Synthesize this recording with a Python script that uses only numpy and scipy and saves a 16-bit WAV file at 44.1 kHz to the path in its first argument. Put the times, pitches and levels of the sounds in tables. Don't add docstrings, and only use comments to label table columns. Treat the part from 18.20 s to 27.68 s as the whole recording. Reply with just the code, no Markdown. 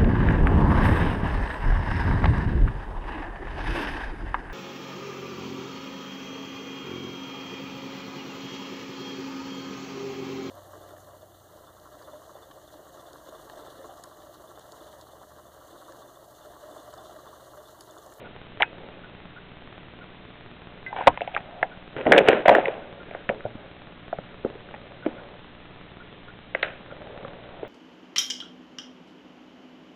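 import sys
import numpy as np
from scipy import signal
from scipy.fft import rfft, irfft
from scipy.io import wavfile
from scipy.ndimage import uniform_filter1d

SR = 44100
rng = np.random.default_rng(int(sys.argv[2]) if len(sys.argv) > 2 else 0)


def to_wav(sig):
    pcm = np.clip(np.atleast_2d(sig), -1, 1) * 32767
    pcm = np.round(pcm).astype(np.int16)
    wavfile.write(sys.argv[1], SR, pcm.T)


def rack_gain(trim_db):
    fader = np.asarray(trim_db, float)
    return 10 ** (fader / 20)


N = 418068


def evened(x):
    return x / np.sqrt(np.mean(x ** 2) + 1e-20)


def peaked(x):
    return x / abs(x).max()


def read(points, hz):
    point_hz, value = np.transpose(points)
    return np.interp(np.log(hz + 1), np.log(point_hz + 1), value)


def add(mix, start_s, sound):
    part = mix[round(start_s * SR):][:len(sound)]
    part += sound[:len(part)]


# pitch_hz, density_db_per_hz
HISS = [(15, 1), (60, -11), (170, -3), (420, -7.5), (800, -11), (1500, -12), (3500, -15), (4600, -16.5)]


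def hiss(level_db=-45):
    hz = np.fft.rfftfreq(N, 1 / SR)
    spectrum = rfft(rng.standard_normal(N)) * rack_gain(read(HISS, hz))
    return rack_gain(level_db) * evened(irfft(spectrum, N))


# multiple, level_db (rms)
HUM = [(1, -61), (2, -59.5), (3, -58.5), (4, -63.5), (5, -62), (6, -72), (7, -71.5), (10, -68), (11, -71.5),
       (12, -66)]


def hum(mains_hz=59.836):
    t = np.arange(N) / SR
    return sum(np.sqrt(2) * rack_gain(db) * np.cos(2 * np.pi * round(k) * mains_hz * t) for k, db in HUM)


# after_spike_ms, jump (re spike), recovery_ms
SAG = [
    (-1.7, -.2, .5),
    (.3, .33, 4.0),
    (4.4, -.3, 1.5),
]


def ticks(first_s=.0062, period_s=.0524605, level_db=-32, wobble=0.37, spike_ms=0.094):
    out = np.zeros(N)
    ms = np.arange(-150, 700) * 1000 / SR
    tick = -np.exp(-(ms / spike_ms) ** 2)
    for at_ms, jump, recovery_ms in SAG:
        tick = tick + jump * (ms > at_ms) * np.exp(-abs(ms - at_ms) / recovery_ms)
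    starts_s = np.arange(first_s, N / SR, period_s)
    for start_s, chance in zip(starts_s, rng.standard_normal((len(starts_s), 2))):
        late_s = abs(chance[0]) * .0001
        add(out, start_s - 150 / SR + late_s, rack_gain(level_db) * (1 + wobble * chance[1]) * tick)
    return out


# start_s, pitch_hz, level_db (rms)
WHINES = [(0.049, 1440, -46.5), (.837, 1463, -46.5), (1.1635, 1450, -45), (1.811, 1424, -47.5),
          (3.514, 1465, -47.5), (4.625, 1490, -51), (4.800, 1430, -47), (5.24, 1460, -47.5),
          (6.825, 1480, -45.5), (6.979, 1464, -47.5), (7.802, 1440, -46.5), (8.081, 1443, -47.5),
          (8.704, 1420, -46.5)]


def whines(waver_hz=35, long_s=.0148, gap_s=.0035, short_s=.0075):
    out = np.zeros(N)
    t = np.arange(round((long_s + gap_s + short_s) * SR)) / SR
    gate = uniform_filter1d(1. * ((t < long_s) | (t > long_s + gap_s)), 30)
    for (start_s, hz, db), drift in zip(WHINES, rng.standard_normal((len(WHINES), len(t)))):
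        wander_hz = waver_hz * evened(uniform_filter1d(drift, 150))
        phase = 2 * np.pi * np.cumsum(hz + wander_hz) / SR
        add(out, start_s, np.sqrt(2) * rack_gain(db) * gate * np.sin(phase))
    return out


def resonate(x, hz, width_hz):
    r = np.exp(-np.pi * width_hz / SR)
    return signal.lfilter([1 - r, 0, r - 1], [1, -2 * r * np.cos(2 * np.pi * hz / SR), r * r], x)


def gliding(x, hz, width_hz):
    turn = np.exp(2j * np.pi * np.cumsum(hz) / SR)
    r = np.exp(-np.pi * width_hz / SR)
    return (turn * signal.lfilter([1], np.convolve([1, -r], [1, -r]), x / turn)).real


def body(x, modes):
    out = 0
    for k, (hz, width_hz, db) in enumerate(modes):
        once = resonate(x, hz, width_hz * 3.8)
        out = out + (-1) ** k * rack_gain(db) * resonate(once, hz, width_hz * 3.8)
    return out


# pitch_hz, width_hz, level_db
CASE = [(279, 448, 0), (490, 266, 10), (667, 48, -18), (816, 73, 0)]


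def hollow_case(x):
    return body(x, CASE)


# pitch_hz, width_hz, level_db
SHAVINGS = [(1445, 160, 17.5), (2140, 740, 10.5), (2784, 320, 17.5), (3500, 200, -23)]


def dry_shavings(x):
    return body(x, SHAVINGS)


# pitch_hz, width_hz, level_db
PALM = [(176, 93, -8.5), (261, 86, 1), (338, 101, 2), (440, 77, 0.5)]


def pressed_case(x):
    return body(x, PALM)


# middle_s, length_s, rub_db, rustle_db (re rub), grip_hz
STROKES = [(0.01, 0.25, -48, -18, 540), (.62, 0.52, -50, -14, 540), (2.551, .2, -55.5, -8, 630),
           (2.792, 0.14, -33, -16, 800), (3.065, 0.37, -55.5, 3, 706), (3.162, 0.17, -48.5, -17, 820),
           (3.364, 0.49, -45, -24, 682), (3.795, .09, -37.5, -21, 517), (3.968, 0.13, -17.5, -9.5, 524),
           (4.118, 0.17, -23.5, -6.5, 540), (4.95, 0.26, -50.5, -1.5, 597), (5.386, .45, -51, -9.5, 589),
           (5.703, 0.19, -55, -6, 595), (6.067, 0.31, -57, -1.5, 585), (6.65, .45, -53, -8.5, 567),
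           (7.026, .3, -46, -26, 565), (8.832, 0.13, -55, -41, 580), (8.989, 0.59, -44.5, -14.5, 560),
           (9.461, 0.67, -47, -14, 578)]


def strokes(t, edge_db=-11, squareness=1.8):
    return [(db + edge_db * abs(2 * (t - middle_s) / length_s) ** squareness, dry_db, hz)
            for middle_s, length_s, db, dry_db, hz in STROKES]


# start_s, rub_db, fall_db_per_s, rustle_db (re rub), grip_hz
SLIDES = [(.4, -41.5, 452, 11, 757), (2.762, -44.5, 86.5, 7.5, 860), (2.885, -48.5, 143.5, 5.5, 740),
          (3.135, -51.5, 149.5, 6, 716), (3.765, -38.5, 120, 1, 530), (3.863, -22, 152.5, -17, 495),
          (4.076, -19.5, 126.5, -7.5, 540), (4.255, -22.5, 71, -7, 728), (4.308, -15, 117, -13, 613),
          (4.451, -35.5, 132, -6.5, 531), (4.54, -44.5, 33, -17.5, 520), (5.1, -36.5, 133.5, -12.5, 524),
          (6.24, -46, 58, -15, 497), (6.852, -41, 87, -8.5, 545), (8.347, -46, 49, 1.5, 560),
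          (8.428, -34, 173, 2.5, 620)]


def slides(t):
    return [(np.where(t >= start_s, db - fall * (t - start_s), -200), dry_db, hz)
            for start_s, db, fall, dry_db, hz in SLIDES]


def hand(press_db=-1.5, press_db_per_octave=-33.5, press_at_hz=540, hold_db=-59.5):
    t = np.arange(0, N + 64, 64) / SR
    power = np.full((4, len(t)), 1e-12)
    power[2] = rack_gain(hold_db) ** 2
    for level_db, dry_db, hz in strokes(t) + slides(t):
        spot_db = press_db + press_db_per_octave * np.log2(hz / press_at_hz)
        shares = np.array([1, rack_gain(dry_db) ** 2, rack_gain(spot_db) ** 2, hz])
        power += rack_gain(level_db) ** 2 * shares[:, None]
    fine = lambda v: np.interp(np.arange(N) / SR, t, v)
    return [fine(np.sqrt(p)) for p in power[:3]], fine(np.clip(power[3] / power[0], 400, 900))


def slips(per_s, spread_db, smooth_share):
    hit, size, smooth = rng.random(N), rng.exponential(1, N), rng.standard_normal(N)
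    clicks = (hit < per_s / SR) * rack_gain(spread_db * np.minimum(size, 4)) * np.sign(smooth)
    return evened(clicks) + smooth_share * smooth


def rubbing(case_share=0.39):
    (rub_gain, rustle_gain, press_gain), grip_hz = hand()
    friction = slips(per_s=600, spread_db=2.5, smooth_share=0.9)
    rub = evened(gliding(friction, grip_hz, 220)) + case_share * evened(hollow_case(friction))
    rub = signal.lfilter(*signal.butter(2, 260, "high", fs=SR), rub)
    rustle = dry_shavings(slips(per_s=900, spread_db=3.4, smooth_share=.65))
    rustle = signal.lfilter(*signal.butter(1, 2200, fs=SR), rustle)
    press = pressed_case(slips(per_s=320, spread_db=3.0, smooth_share=0.65))
    return rub_gain * evened(rub) + rustle_gain * evened(rustle) + press_gain * evened(press)


def knock(row, noise, t60_s, case_db=-4, blow_ms=2.05, crack_t60_s=0.017, chatter=0.13, wide=0.089, rattle=0.23):
    start_s, db, hz, crack_db, crack_hz = row
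    t = np.arange(noise.shape[1]) / SR
    t60_s = np.clip(t60_s * np.exp(-0.1 * db), .008, .075)
    blow = (1.43 * np.exp(-t / .0004) + noise[0]) * np.exp(-t * 1000 / blow_ms)
    blow = blow + rattle * noise[0] * rack_gain(-45 * t / t60_s)
    blow = signal.lfilter(*signal.butter(3, 1.24 * hz, fs=SR), blow)
    spot = resonate(resonate(blow, hz, 11. / t60_s), hz, hz * 1.3)
    ring = peaked(spot) + rack_gain(case_db) * peaked(hollow_case(blow))
    burst = (t == 0) + chatter * noise[1] * rack_gain(-60 * t / crack_t60_s)
    burst = signal.lfilter(*signal.butter(3, 1.49 * crack_hz, fs=SR), burst)
    crack = peaked(resonate(resonate(burst, crack_hz, 800), crack_hz, 1300))
    crack = crack + wide * peaked(dry_shavings(burst))
    return start_s + .0016, rack_gain(db) * (peaked(ring) + rack_gain(crack_db) * peaked(crack))


def knock_all(rows, t60_s):
    out = np.zeros(N)
    for row, noise in zip(rows, rng.standard_normal((len(rows), 2, 6000))):
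        add(out, *knock(row, noise, t60_s))
    return out


# start_s, peak_db, ring_hz, crack_db (re ring), crack_hz
CLAWS = [(.4005, -20.5, 750, -11, 2930), (.405, -17.5, 930, -2, 2000), (.4125, -18, 760, -12, 1700),
         (.4204, -16.5, 850, 14.5, 2370), (.4282, -20.5, 930, 13, 1730), (2.726, -22.5, 930, -8.5, 1560),
         (2.762, -22, 950, -8, 2280), (2.785, -27, 740, -3, 1890), (2.797, -22.5, 800, -8, 2290),
         (2.806, -16, 914, -17, 2325), (2.823, -30, 785, -9, 2300), (2.8615, -25, 607, -3, 1500),
         (2.8698, 7, 747, -9, 1900), (2.8735, 10, 794, -10.5, 2850), (2.8775, 5.5, 840, -11, 1500),
         (2.973, -21, 937, -0.5, 2180), (3.006, -21.5, 660, 2, 1690), (3.0152, -15.5, 750, -7.5, 2680),
         (3.074, -20.5, 815, -4.5, 2340), (3.14, -29.5, 700, -4, 2600), (3.147, -28, 720, 10, 2600),
         (3.163, -21, 864, 10.5, 1240), (3.174, -22.5, 840, 0.5, 2290), (3.427, -10.5, 763, 3.5, 1680)]


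def claws():
    return knock_all(CLAWS, t60_s=0.039)


def decaying_tone(hz, db, t60_s):
    t = np.arange(SR // 4) / SR
    rise = 1 - np.exp(-t * hz * 27.0)
    return rack_gain(db - 60 * t / max(t60_s, .01)) * rise * np.sin(2 * np.pi * hz * t)


# start_s, pitch_hz, peak_db, t60_s
PINGS = [
    (.430, 2550, -39, .22),
    (0.429, 1600, -48, .2),
    (.430, 2030, -46, .12),
    (2.765, 2310, -41, .18),
    (2.87, 45, -20.5, 0.029),
    (2.663, 1567, -38, 0.22),
    (2.664, 2035, -28, 0.14),
    (2.664, 2500, -46, 0.12),
]


def glass_pings():
    out = np.zeros(N)
    for start_s, hz, db, t60_s in PINGS:
        add(out, start_s, decaying_tone(hz, db, t60_s))
    return out


# start_s, peak_db, pitch_hz, t60_s
THUDS = [(2.873, -9.5, 111, 0.021), (3.428, -37, 248, 0.037), (3.767, -33, 148, 0.093),
         (3.868, -19.5, 254, 0.14), (3.908, -21.5, 257, 0.11), (3.979, -35, 214, 0.055),
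         (4.082, -40.5, 250, 0.044), (4.283, -20, 192, 0.096), (5.092, -21.5, 200, 0.049),
         (5.251, -31, 114, 0.18), (5.352, -30, 113, 0.06), (5.988, -27, 191, 0.037),
         (6.251, -20.5, 255, 0.043), (9.049, -32, 186, 0.035)]


def thuds():
    out = np.zeros(N)
    for start_s, db, hz, t60_s in THUDS:
        add(out, start_s, decaying_tone(hz, db, t60_s))
    return out


# start_s, peak_db, ring_hz, crack_db (re ring)
GRABS = [(3.768, -33, 510, -5), (3.81, -24, 484, -0.5), (3.8525, -21, 477, -5), (3.866, -8, 578, -4.5),
         (3.895, -30, 514, -12.5), (3.91, -5, 504, -22), (3.919, 0, 623, 8.5), (3.924, -9.5, 522, 6.5),
         (3.933, -5.5, 494, -0.5), (3.946, -5.5, 518, -5.5), (3.9625, -11.5, 501, 1.5),
         (3.972, -4, 462, -17.5), (3.978, 2.5, 490, -2.5), (3.985, -3, 493, 3), (4.029, -28, 552, -26),
         (4.074, -20, 690, 5), (4.084, 8.5, 503, -5), (4.129, -6.5, 423, -2.5), (4.256, -7.5, 613, -4.5),
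         (4.279, 1.5, 624, -4.5), (4.281, 1, 920, -10), (4.291, 3.5, 828, -6.5), (4.296, 2, 638, -14),
         (4.312, -6, 652, -17), (4.325, -18, 580, -27), (4.349, -10.5, 476, 8), (4.36, -7.5, 405, -20),
         (4.3815, -3.5, 647, -16.5), (4.455, -28, 450, 15), (4.48, -13.5, 428, -6.5)]


def grabs(crack_hz=1750, crack_spread=.12):
    cracks_hz = crack_hz * np.exp(crack_spread * rng.standard_normal(len(GRABS)))
    return knock_all([(*row, hz) for row, hz in zip(GRABS, cracks_hz)], t60_s=0.05)


# start_s, peak_db, ring_hz, crack_db (re ring), crack_hz
TAPS = [(4.909, -27, 600, -3.5, 2100), (4.947, -22.5, 575, -2, 1370), (5.09, -23, 500, 13, 1800),
        (5.0955, -11.5, 520, -14, 2200), (5.205, -43, 610, 14, 1420), (5.25, -16, 640, -27, 1540),
        (5.2585, -23, 640, -21, 1540), (5.351, -31.5, 223, -22, 1500), (5.926, -16.5, 670, -8, 1200),
        (5.984, -21, 574, -9, 1210), (6.246, -12.5, 385, -17, 1205), (6.258, -23, 470, -39, 1520),
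        (6.487, -37, 245, 0, 1400), (6.539, -27.5, 815, -4.5, 1980), (6.546, -39.5, 760, 8, 1870),
        (6.8605, -12, 287, -11, 1390), (6.8612, -17, 563, -11, 2000), (8.3475, -16.5, 538, 7, 1770),
        (8.4258, -29.5, 626, 16.5, 3700), (8.428, -18.5, 630, 11, 1860), (8.72, -31.5, 540, -21, 1430),
        (9.047, -29.5, 527, 2.5, 1350), (9.428, -21, 434, -19, 1480), (9.448, -36.5, 920, 4, 1333)]


def taps():
    return knock_all(TAPS, t60_s=0.025)


# pitch_hz, t60_s
ROOM = [(200, 0.27), (550, 0.065), (1400, 0.085), (3600, 0.044)]


def room(x):
    echoes = np.zeros(SR // 2)
    at = np.arange(200, len(echoes) - 20, 20)
    echoes[at + rng.integers(0, 20, len(at))] = rng.choice([-1., 1.], len(at))
    hz, t, z = signal.stft(echoes, SR, nperseg=256)
    decay = rack_gain(-60 * t / read(ROOM, hz)[:, None])
    tail = signal.istft(z * decay, SR, nperseg=256)[1]
    return signal.oaconvolve(x, tail / np.linalg.norm(tail))[:N]


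def scene(room_db=-22):
    circuits = hiss() + hum() + ticks() + whines()
    near = rubbing() + claws() + glass_pings() + thuds() + grabs() + taps()
    return (near + rack_gain(room_db) * room(near) + circuits)[None]


def top_cut(x):
    return signal.sosfilt(signal.butter(12, 16790, fs=SR, output="sos"), x)


def record(dry, edge_hz=3986, converter_limit=0.71, ceiling=.705):
    band = signal.firwin(161, edge_hz, window=("kaiser", 7.0), fs=SR)
    overloaded = np.clip(dry, -converter_limit, converter_limit)
    narrow = signal.oaconvolve(overloaded, band[None], "same")
    clipped = np.clip(narrow, -ceiling, ceiling)
    rounded = signal.oaconvolve(clipped, [[.12, .76, .12]], "same")
    return top_cut(rounded + .0008)


dry = scene()
out = record(dry)
to_wav(out)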